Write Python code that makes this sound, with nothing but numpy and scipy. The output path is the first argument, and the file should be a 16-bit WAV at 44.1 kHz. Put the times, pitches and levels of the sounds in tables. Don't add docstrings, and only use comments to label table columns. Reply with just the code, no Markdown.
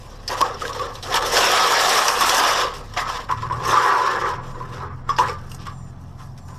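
import sys
import numpy as np
from scipy import signal
from scipy.io import wavfile
from scipy.ndimage import uniform_filter1d

SR = 44100
rng = np.random.default_rng(int(sys.argv[2]) if len(sys.argv) > 2 else 0)


def dump(signal):
    limited = np.clip(np.atleast_2d(signal).T, -1, 1)
    pcm = np.round(limited * 32767).astype(np.int16)
    wavfile.write(sys.argv[1], SR, pcm)


N = 290528


def gain_of(db):
    return 10 ** (np.asarray(db) / 20)


def unit_rms(x):
    return x / np.sqrt(np.mean(x ** 2) + 1e-20)


def curves(rows):
    times, *columns = np.transpose(rows)
    return [np.interp(np.arange(N) / SR, times, column) for column in columns]


def drift(rate_hz):
    size = max(int(SR / rate_hz), 2)
    return unit_rms(uniform_filter1d(uniform_filter1d(rng.standard_normal(N), size), size))


def colour(x, spectrum):
    hz, db = np.transpose(spectrum)
    bin_hz = np.fft.rfftfreq(8192, 1 / SR)
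    log_gain = np.interp(np.log(bin_hz + 1), np.log(hz + 1), db, -70, -70) * np.log(10) / 20
    mirrored = np.r_[log_gain, log_gain[-2:0:-1]]
    taps = np.fft.ifft(np.exp(mirrored - 1j * signal.hilbert(mirrored).imag)).real[:4096]
    return signal.oaconvolve(x, taps / np.linalg.norm(taps))[:N]


def air():
    # (frequency [Hz], relative density [dB])
    spectrum = [(120, -14), (200, 6.5), (333, -4.5), (506, -9.5), (715, 0.5), (1170, -9.5), (2170, -77),
                (5490, -46), (6130, -59), (15500, -53)]
    return gain_of(-50) * unit_rms(colour(rng.standard_normal(N), spectrum))


def engine():
    # (time [s], cycle rate [Hz])
    speed = [(0, 17.5), (1, 17.1), (3.27, 17.2), (3.45, 19.3), (3.8, 20), (4.4, 21.2), (5, 21.6),
             (6.59, 21.7)]
    # (time [s], level [dB])
    levels = [(0.0, -39.5), (2.7, -38.5), (2.95, -37), (3.27, -39.5), (3.36, -33.5), (3.72, -31),
              (3.86, -35), (4.2, -41), (4.4, -34), (5.7, -35), (6.0, -37.5), (6.59, -38.5)]
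    # (multiple of the cycle rate, relative level [dB])
    idle_orders = [(1, -9), (2, 0), (3, -15), (4, -8), (5, -15), (6, -5), (7, -14), (8, -10)]
    rising_orders = [(1, -11), (2, -9.5), (3, -28), (4, -10), (5, -28), (6, 1.5), (7, -9.5), (8, -5)]
    fast_orders = [(1, 1.5), (2, -17), (3, -41), (4, 2), (5, -3), (6, 3.5), (7, -12.5), (8, -4.5), (9, -28),
                   (10, -18)]
    # (frequency [Hz], relative density [dB])
    rumble_spectrum = [(15, -45), (54, -4.5), (133, -2), (196, -13.5), (265, -9.5), (292, -22),
                       (400, -21.5), (520, -50)]
    (hz,), (level_db,) = curves(speed), curves(levels)
    cycles = np.cumsum(hz * (1 + 0.0067 * drift(7.1))) / SR
    fast = np.clip((hz - 20.3) / 0.5, 0, 1)
    rising = np.clip((hz - 17.7) / 0.37, 0, 1) * (1 - fast)
    tone = 0
    for share, orders in ((1 - fast - rising, idle_orders), (rising, rising_orders), (fast, fast_orders)):
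        stack = sum(gain_of(db + 2.8 * drift(6)) * np.sin(2 * np.pi * (k * cycles + k * k / 7))
                    for k, db in orders)
        tone = tone + share * unit_rms(stack)
    tone /= np.sqrt(uniform_filter1d(tone ** 2, size=12000) + 1e-9)
    rumble = unit_rms(colour(rng.standard_normal(N), rumble_spectrum))
    return gain_of(level_db) * (tone + gain_of(-6.5) * rumble)


def squeaks(drop_hz=720, settle_s=.08):
    # (start [s], duration [s], settling frequency [Hz], level [dB])
    squeals = [(4.4, .23, 6900, -64), (5.07, .09, 6980, -63), (5.69, .24, 7070, -62),
               (6.385, .25, 6960, -62)]
    # (harmonic number, relative level [dB])
    partials = [(4, -6), (5, 0), (6, -8)]
    out = np.zeros(N)
    for start, length, end_hz, level_db in squeals:
        at = np.arange(round(start * SR), round((start + length) * SR))
        fade = signal.windows.tukey(len(at), .35)[at < N]
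        at = at[at < N]
        fifth_hz = end_hz + drop_hz * np.exp(-(at / SR - start) / settle_s)
        cycles = np.cumsum(fifth_hz * (1 + .011 * drift(400)[at])) / (5 * SR)
        tone = sum(gain_of(db + 2.5 * drift(40)[at]) * np.sin(2 * np.pi * k * cycles)
                   for k, db in partials)
        out[at] += tone * gain_of(level_db) * np.sqrt(2) * fade
    return out


def layer_powers(force_db, fizz_db, low_db, treble_db):
    return gain_of([force_db, force_db + fizz_db, force_db + low_db, force_db + fizz_db + treble_db]) ** 2


def friction_levels(sag_db_per_s=62, lift_db_per_s=241):
    # (time [s], force [dB], fizz [dB re force], low modes
    # [dB re force], treble [dB re fizz])
    rubbing = [(0, -49.5, -3.5, 6, -7), (2.9, -47, -5.5, 2, -11), (5.0, -47.5, -14.5, -1, -13),
               (6.59, -56.5, -6, -8, -3)]
    drags = [
        [(1.03, -35, -3.5, -8, -6), (1.1, -30, -6.5, 1, -7), (1.17, -17, -7, -11, -9.5),
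         (1.2, -27, -7, 4, -13.5), (1.29, -26.5, -4, 4, -5.5), (1.36, -16, -3.5, -2, -8),
         (1.6, -9, -6, -8.5, -10), (2.0, -5, -6.5, -13, -7.5), (2.17, -17.5, -5.5, -1.5, -5.5),
         (2.24, -12.5, -6.5, -17, -5), (2.48, -10, -5.5, -4.5, -10.5), (2.62, -16.5, -8, -4.5, -10),
         (2.74, -37, -10.5, 2.5, -15), (2.86, -58, -17, 10, -14)],
        [(3.6, -34.5, -10.5, -3, -15), (3.69, -18, -11.5, -4, -8.5), (3.76, -8.5, -11.5, -8, -15),
         (3.92, -2.5, -16, -12.5, -14), (4.05, -9.5, -12, -6, -18.5), (4.2, -23, -13.5, -2, -18),
         (4.33, -24, -14.5, -6, -16), (4.42, -37.5, -26, -4, -26)],
    ]
    # (start [s], rise [s], hold [s], the same four levels [dB])
    scrapes = [(0.267, 0.036, 0.1, -23.5, -9.5, -8.5, -10), (0.407, 0.011, 0.14, -25.5, -13.5, 0, -12.5),
               (0.55, 0.069, 0.15, -29.5, -8.5, 6.5, -8), (0.726, 0.019, 0.097, -33.5, -6, -2, -20),
               (0.798, 0.014, 0.088, -28.5, -14, 4, -10), (0.931, 0.012, 0.041, -41, -4.5, 5, -6),
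               (2.735, 0.0038, 0.012, -44, 6, -10, -7), (2.932, 0.0044, 0.035, -50, 3, -11, -11),
               (2.958, 0.0083, 0.18, -23.5, -14, -31, -13), (3.057, 0.026, 0.12, -26, -7, -8, -13),
               (3.28, 0.011, 0.017, -21, -16.5, -14, -13.5), (3.368, 0.0041, 0.0082, -35, -3.5, -9, -22),
               (3.413, 0.009, 0.047, -32.5, -7, -2, -16), (3.498, 0.011, 0.019, -25.5, -24, -3.5, -15),
               (3.55, .01, 0.089, -34.5, -11, 0, -11), (4.417, 0.019, 0.055, -36, -11, -1.5, -9),
               (4.54, 0.011, 0.06, -41.5, -9.5, 7, -13), (4.61, 0.014, 0.11, -36.5, -14.5, -3, -11),
               (4.692, 0.045, 0.095, -34, -10.5, -1, -14), (4.79, 0.013, 0.13, -33, -28, -5, -30),
               (5.054, 0.042, 0.092, -29, -19, -13, -13), (5.175, 0.0084, 0.13, -20.5, -10.5, -3, -14.5),
               (5.375, 0.015, 0.12, -44, -11, 0, -4.5), (5.482, 0.016, 0.1, -46, -8.5, -3, -0.5),
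               (5.573, .03, 0.034, -47.5, 2.5, -14, -15), (5.65, .005, 0.028, -38.5, -5, -7, -15),
               (6.162, 0.039, 0.019, -41.5, -8.5, -12, -8.5), (6.475, 0.0079, .11, -42, -13, -3.5, -6)]
    t = np.arange(N) / SR
    power = layer_powers(*curves(rubbing))
    for rows in drags:
        power += layer_powers(*curves(rows)) * (t > rows[0][0]) * (t < rows[-1][0])
    for start, rise, hold, *levels in scrapes:
        at = slice(round(start * SR), round((start + .5) * SR))
        age = t[at] - start
        attack = np.clip(age / rise, 0, 1) ** 2
        sag_db = sag_db_per_s * np.clip(age - rise, 0, hold)
        lift_db = lift_db_per_s * np.maximum(age - rise - hold, 0)
        power[:, at] += layer_powers(*levels)[:, None] * (attack * gain_of(-sag_db - lift_db)) ** 2
    return 10 * np.log10(power)


def stones(per_s, spread_db, clump_db=0):
    sizes = gain_of(spread_db * np.minimum(rng.exponential(1, N), 4)) * rng.choice([-1., 1.], N)
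    impulses = sizes * (rng.random(N) < per_s / SR)
    return unit_rms(impulses) * gain_of(clump_db * drift(65))


def impacts(crest_db=11):
    # (time [s], knock level [dB], crack level [dB], nominal 60 dB decay time [s],
    # centre of the modes that the struck spot favours [Hz])
    hits = [(0.278, -34, -15.5, 0.09, 5000), (0.414, 3.5, 0, 0.02, 1100), (0.407, -3.5, -12, 0.044, 985),
            (0.542, -39, -32, 0.062, 5550), (0.596, -40, -29, .012, 5640), (0.619, -10, -28, 0.023, 1236),
            (0.652, -12.5, -18, 0.029, 1640), (0.68, -34, -17, 0.011, 3200), (0.692, -20, -24, 0.039, 1110),
            (0.731, -40, -20, .025, 5600), (0.748, -35, -22, 0.0078, 3600), (0.795, -10, -16, 0.052, 1125),
            (0.954, -40, -28, 0.087, 3900), (1.027, -35, -23.5, 0.14, 4100),
            (1.142, -4.5, -3.5, 0.056, 940), (1.224, -6.5, -12, 0.14, 860), (2.082, 3, 8, 0.095, 966),
            (2.208, 2.5, 1, 0.096, 1077), (2.294, -7, 6.5, 0.035, 980), (2.938, -30, -21, 0.037, 1000),
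            (2.973, -14.5, -12, 0.18, 693), (2.972, -6.5, -20, 0.21, 1980), (3.295, -3, -21, 0.008, 1040),
            (3.312, -6, -18.5, 0.085, 1020), (3.423, -19, -30, 0.036, 1010), (3.5, -7.5, -46, 0.07, 1000),
            (3.523, -14, -22.5, 0.15, 1114), (3.652, -14.5, -15.5, 0.075, 1140),
            (3.731, 7.5, -7, 0.023, 1080), (3.772, 4.5, -22, 0.06, 1177), (4.062, 4, -4, 0.019, 1096),
            (4.547, -20, -45, 0.035, 1040), (4.602, -16.5, -41, 0.074, 1060),
            (5.092, -1.5, -36, 0.03, 1120), (5.092, -30, -20, 0.048, 3450), (5.097, -40, -27, 0.15, 5600),
            (5.165, -21, -24, 0.056, 4650), (5.186, 2.5, -3, 0.075, 950), (5.283, -22, -15, 0.092, 2230),
            (5.295, -12.5, -24, 0.11, 420), (5.516, -30, -27, 0.035, 2960), (5.546, -52, -32.5, 0.03, 7900),
            (5.668, -16.5, -16.5, 0.043, 1145), (6.377, -48, -31, 0.099, 990),
            (6.485, -31, -34, 0.042, 1000)]
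    knock, crack = np.zeros((2, N + SR))
    knock_noise, crack_noise = rng.standard_normal((2, N + SR))
    t = np.arange(SR // 4) / SR
    blow = 5 * np.exp(-t / 0.00013)
    for start, knock_db, crack_db, t60, spot_hz in hits:
        at = slice(round(start * SR), round(start * SR) + len(t))
        spot = signal.iirpeak(spot_hz, Q=7, fs=SR)
        rattle = gain_of(-60 * t / max(t60, .01)) * (1 - np.exp(-t / .0015)) * knock_noise[at]
        push = .8 * blow + rattle
        focused = signal.lfilter(*spot, signal.lfilter(*spot, push))
        knock[at] += gain_of(knock_db - crest_db) * (.3 * push + 3.2 * focused)
        snap = (1 + 0.14 * blow) * gain_of(-60 * t / max(0.95 * t60, .005)) * crack_noise[at]
        crack[at] += gain_of(crack_db - crest_db) * (.6 * snap + 2.8 * signal.lfilter(*spot, snap))
    return knock[:N], crack[:N]


def modal_response(modes):
    t = np.arange(6000) / SR
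    taps = sum(gain_of(db) * np.sqrt(width) * np.exp(-np.pi * width * t)
               * np.sin(2 * np.pi * hz * t) * (-1) ** k for k, (hz, width, db) in enumerate(modes))
    return taps / np.linalg.norm(taps)


def resonate(drive, modes, folded):
    modes = np.array(modes)
    before = signal.oaconvolve(drive * (1 - folded), modal_response(modes[:, :3]))
    after = signal.oaconvolve(drive * folded, modal_response(modes[:, [0, 1, 3]]))
    return (before + after)[:N]


def flexing(x, shift_rms_s=0.001528):
    return np.interp(np.arange(N) + shift_rms_s * SR * drift(6.8), np.arange(N), x)


def moving_contact(x, depth_db, bins, frames):
    spectra = signal.stft(x, nperseg=512, noverlap=384)[2]
    patches = rng.standard_normal(spectra.shape[::-1]).T
    patches = uniform_filter1d(patches, size=bins, axis=0)
    patches = unit_rms(uniform_filter1d(patches, size=frames, axis=1))
    excess_db = depth_db ** 2 * np.log(10) / 20
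    spectra *= gain_of(depth_db * patches - excess_db)
    return signal.istft(spectra, nperseg=512, noverlap=384)[1][:N]


def sheet_vibration(slips, knock, force_db, low_db, clump_db, folded):
    # (frequency [Hz], bandwidth [Hz], relative level straight [dB], relative level folded [dB])
    low_modes = [(273, 32, -11, -31), (378.5, 46, -1, -2.5), (410, 21, -0.5, -4.5),
                 (468.4, 25.7, 7.5, -1.5), (501, 57, 9, 0), (578.6, 66, 2, -5)]
    panel_modes = [(754, 58, 3.5, -7.5), (856.5, 20, 0.5, -3), (921, 30, 4, -1), (962, 44, -1.5, -4.5),
                   (1003.3, 18.3, 5, 5), (1074.5, 32, 8, 2), (1129, 29, 3.5, -2), (1162.4, 15, 6.5, 3.5),
                   (1262, 23, 5.5, -0.5), (1332, 52, 0.5, -2.5), (1575, 65, -1.5, -15.5),
                   (1690, 35, 1.5, -2.5), (1730, 83, -1.5, -8.5), (1890, 29, -7, -10), (2030, 18, -10, -23)]
    # (frequency [Hz], relative density [dB])
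    dense_straight = [(88, -64), (150, -20.5), (487, -4), (618, -1.5), (1050, -8), (1430, -3), (3000, -30),
                      (3900, -51)]
    dense_folded = [(110, -88), (190, -37), (371, -11), (700, -12), (1040, -7.5), (1470, 0), (1760, -6.5),
                    (3000, -22), (4500, -56)]
    thud = stones(2500, 0.73, clump_db) * gain_of(force_db - 0.5) + knock * gain_of(6.5)
    dense = colour(thud * (1 - folded), dense_straight) + colour(thud * folded, dense_folded)
    struck = resonate(knock * gain_of(-5), panel_modes, folded)
    scraped = flexing(resonate(slips, panel_modes, folded))
    low = resonate((slips + knock) * gain_of(low_db - force_db), low_modes, folded)
    return (scraped + struck) * gain_of(-1.5) + dense * gain_of(-8.5) + low * gain_of(-6)


def grit_noise(grit, crack, fizz_db, treble_db, folded):
    # (frequency [Hz], bandwidth [Hz], relative level straight [dB], relative level folded [dB])
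    high_modes = [(2780, 22, 15, 6), (3430, 28, 21, 6), (4320, 19, -22, -1), (5270, 43, 20, 11),
                  (5520, 110, 26, 12), (7700, 380, 4, 9), (8300, 110, -5, 1)]
    # (frequency [Hz], relative density [dB])
    fizz_spectrum = [(1060, -10.5), (1800, 6), (2120, 0.5), (2740, 2.5), (3520, 3.5), (4550, -3.5),
                     (5450, 2.5), (6500, -17), (7000, -5.5), (9100, -38), (15400, -120)]
    treble_spectrum = [(3530, -15), (6000, 0), (7430, -8), (8260, -3.5), (9420, -10), (12400, -8),
                       (15400, -25.5), (15800, -45)]
    clank = crack * gain_of(7)
    ring = gain_of(-19.5 + 2 * folded) * flexing(resonate(grit + clank, high_modes, folded))
    grain_gain = gain_of(fizz_db - 6.5)
    grains = stones(per_s=180, spread_db=1.56) * grain_gain
    fizz = colour(grit + grains, fizz_spectrum) * gain_of(-3 * folded)
    sharp_grains = stones(per_s=180, spread_db=4) * grain_gain
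    flicker = gain_of(2.2 * drift(50))
    treble = colour((grit + sharp_grains) * gain_of(treble_db - fizz_db) * flicker, treble_spectrum)
    return ring + fizz + treble


def strip(fold_s=3.27):
    force_db, fizz_db, low_db, treble_db = friction_levels()
    folded = np.clip((np.arange(N) / SR - fold_s) / 0.017, 0, 1)
    knock, crack = impacts()
    clump_db = np.clip((-8.5 - force_db) / 4.2, .7, 2.2) * np.clip((force_db + 53.5) / 10, .3, 1)
    slips = stones(per_s=2500, spread_db=1.72, clump_db=clump_db) * gain_of(force_db)
    grit = stones(per_s=7000, spread_db=1.72, clump_db=clump_db) * gain_of(fizz_db)
    crackle = stones(per_s=59, spread_db=3.6) * gain_of(np.minimum(fizz_db, -36) - 33)
    body = sheet_vibration(slips, knock, force_db, low_db, clump_db, folded)
    highs = grit_noise(grit + crack + crackle, crack, fizz_db, treble_db, folded)
    return moving_contact(body, 2, bins=2, frames=30) + moving_contact(highs, 2.2, bins=5, frames=11)


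def scene():
    return (strip() + engine() + squeaks() + air())[None]


def record(dry, threshold_db=-17, sense_s=0.1, follow_s=0.032, ceiling=.62, cutoff_hz=15500):
    power_db = 10 * np.log10(abs(uniform_filter1d(dry ** 2, round(sense_s * SR))) + 1e-12)
    pole = np.exp(-1 / (follow_s * SR))
    cut_db = signal.lfilter([1 - pole], [1, -pole], np.maximum(power_db - threshold_db, 0))
    ducked = dry / gain_of(cut_db)
    saturated = ducked / (1 + abs(ducked / ceiling) ** 8) ** (1 / 8)
    lowpass = signal.firwin(511, cutoff_hz, window=("kaiser", 9), fs=SR)
    return signal.oaconvolve(saturated, lowpass[None], "same")


dry = scene()
out = record(dry)
dump(out)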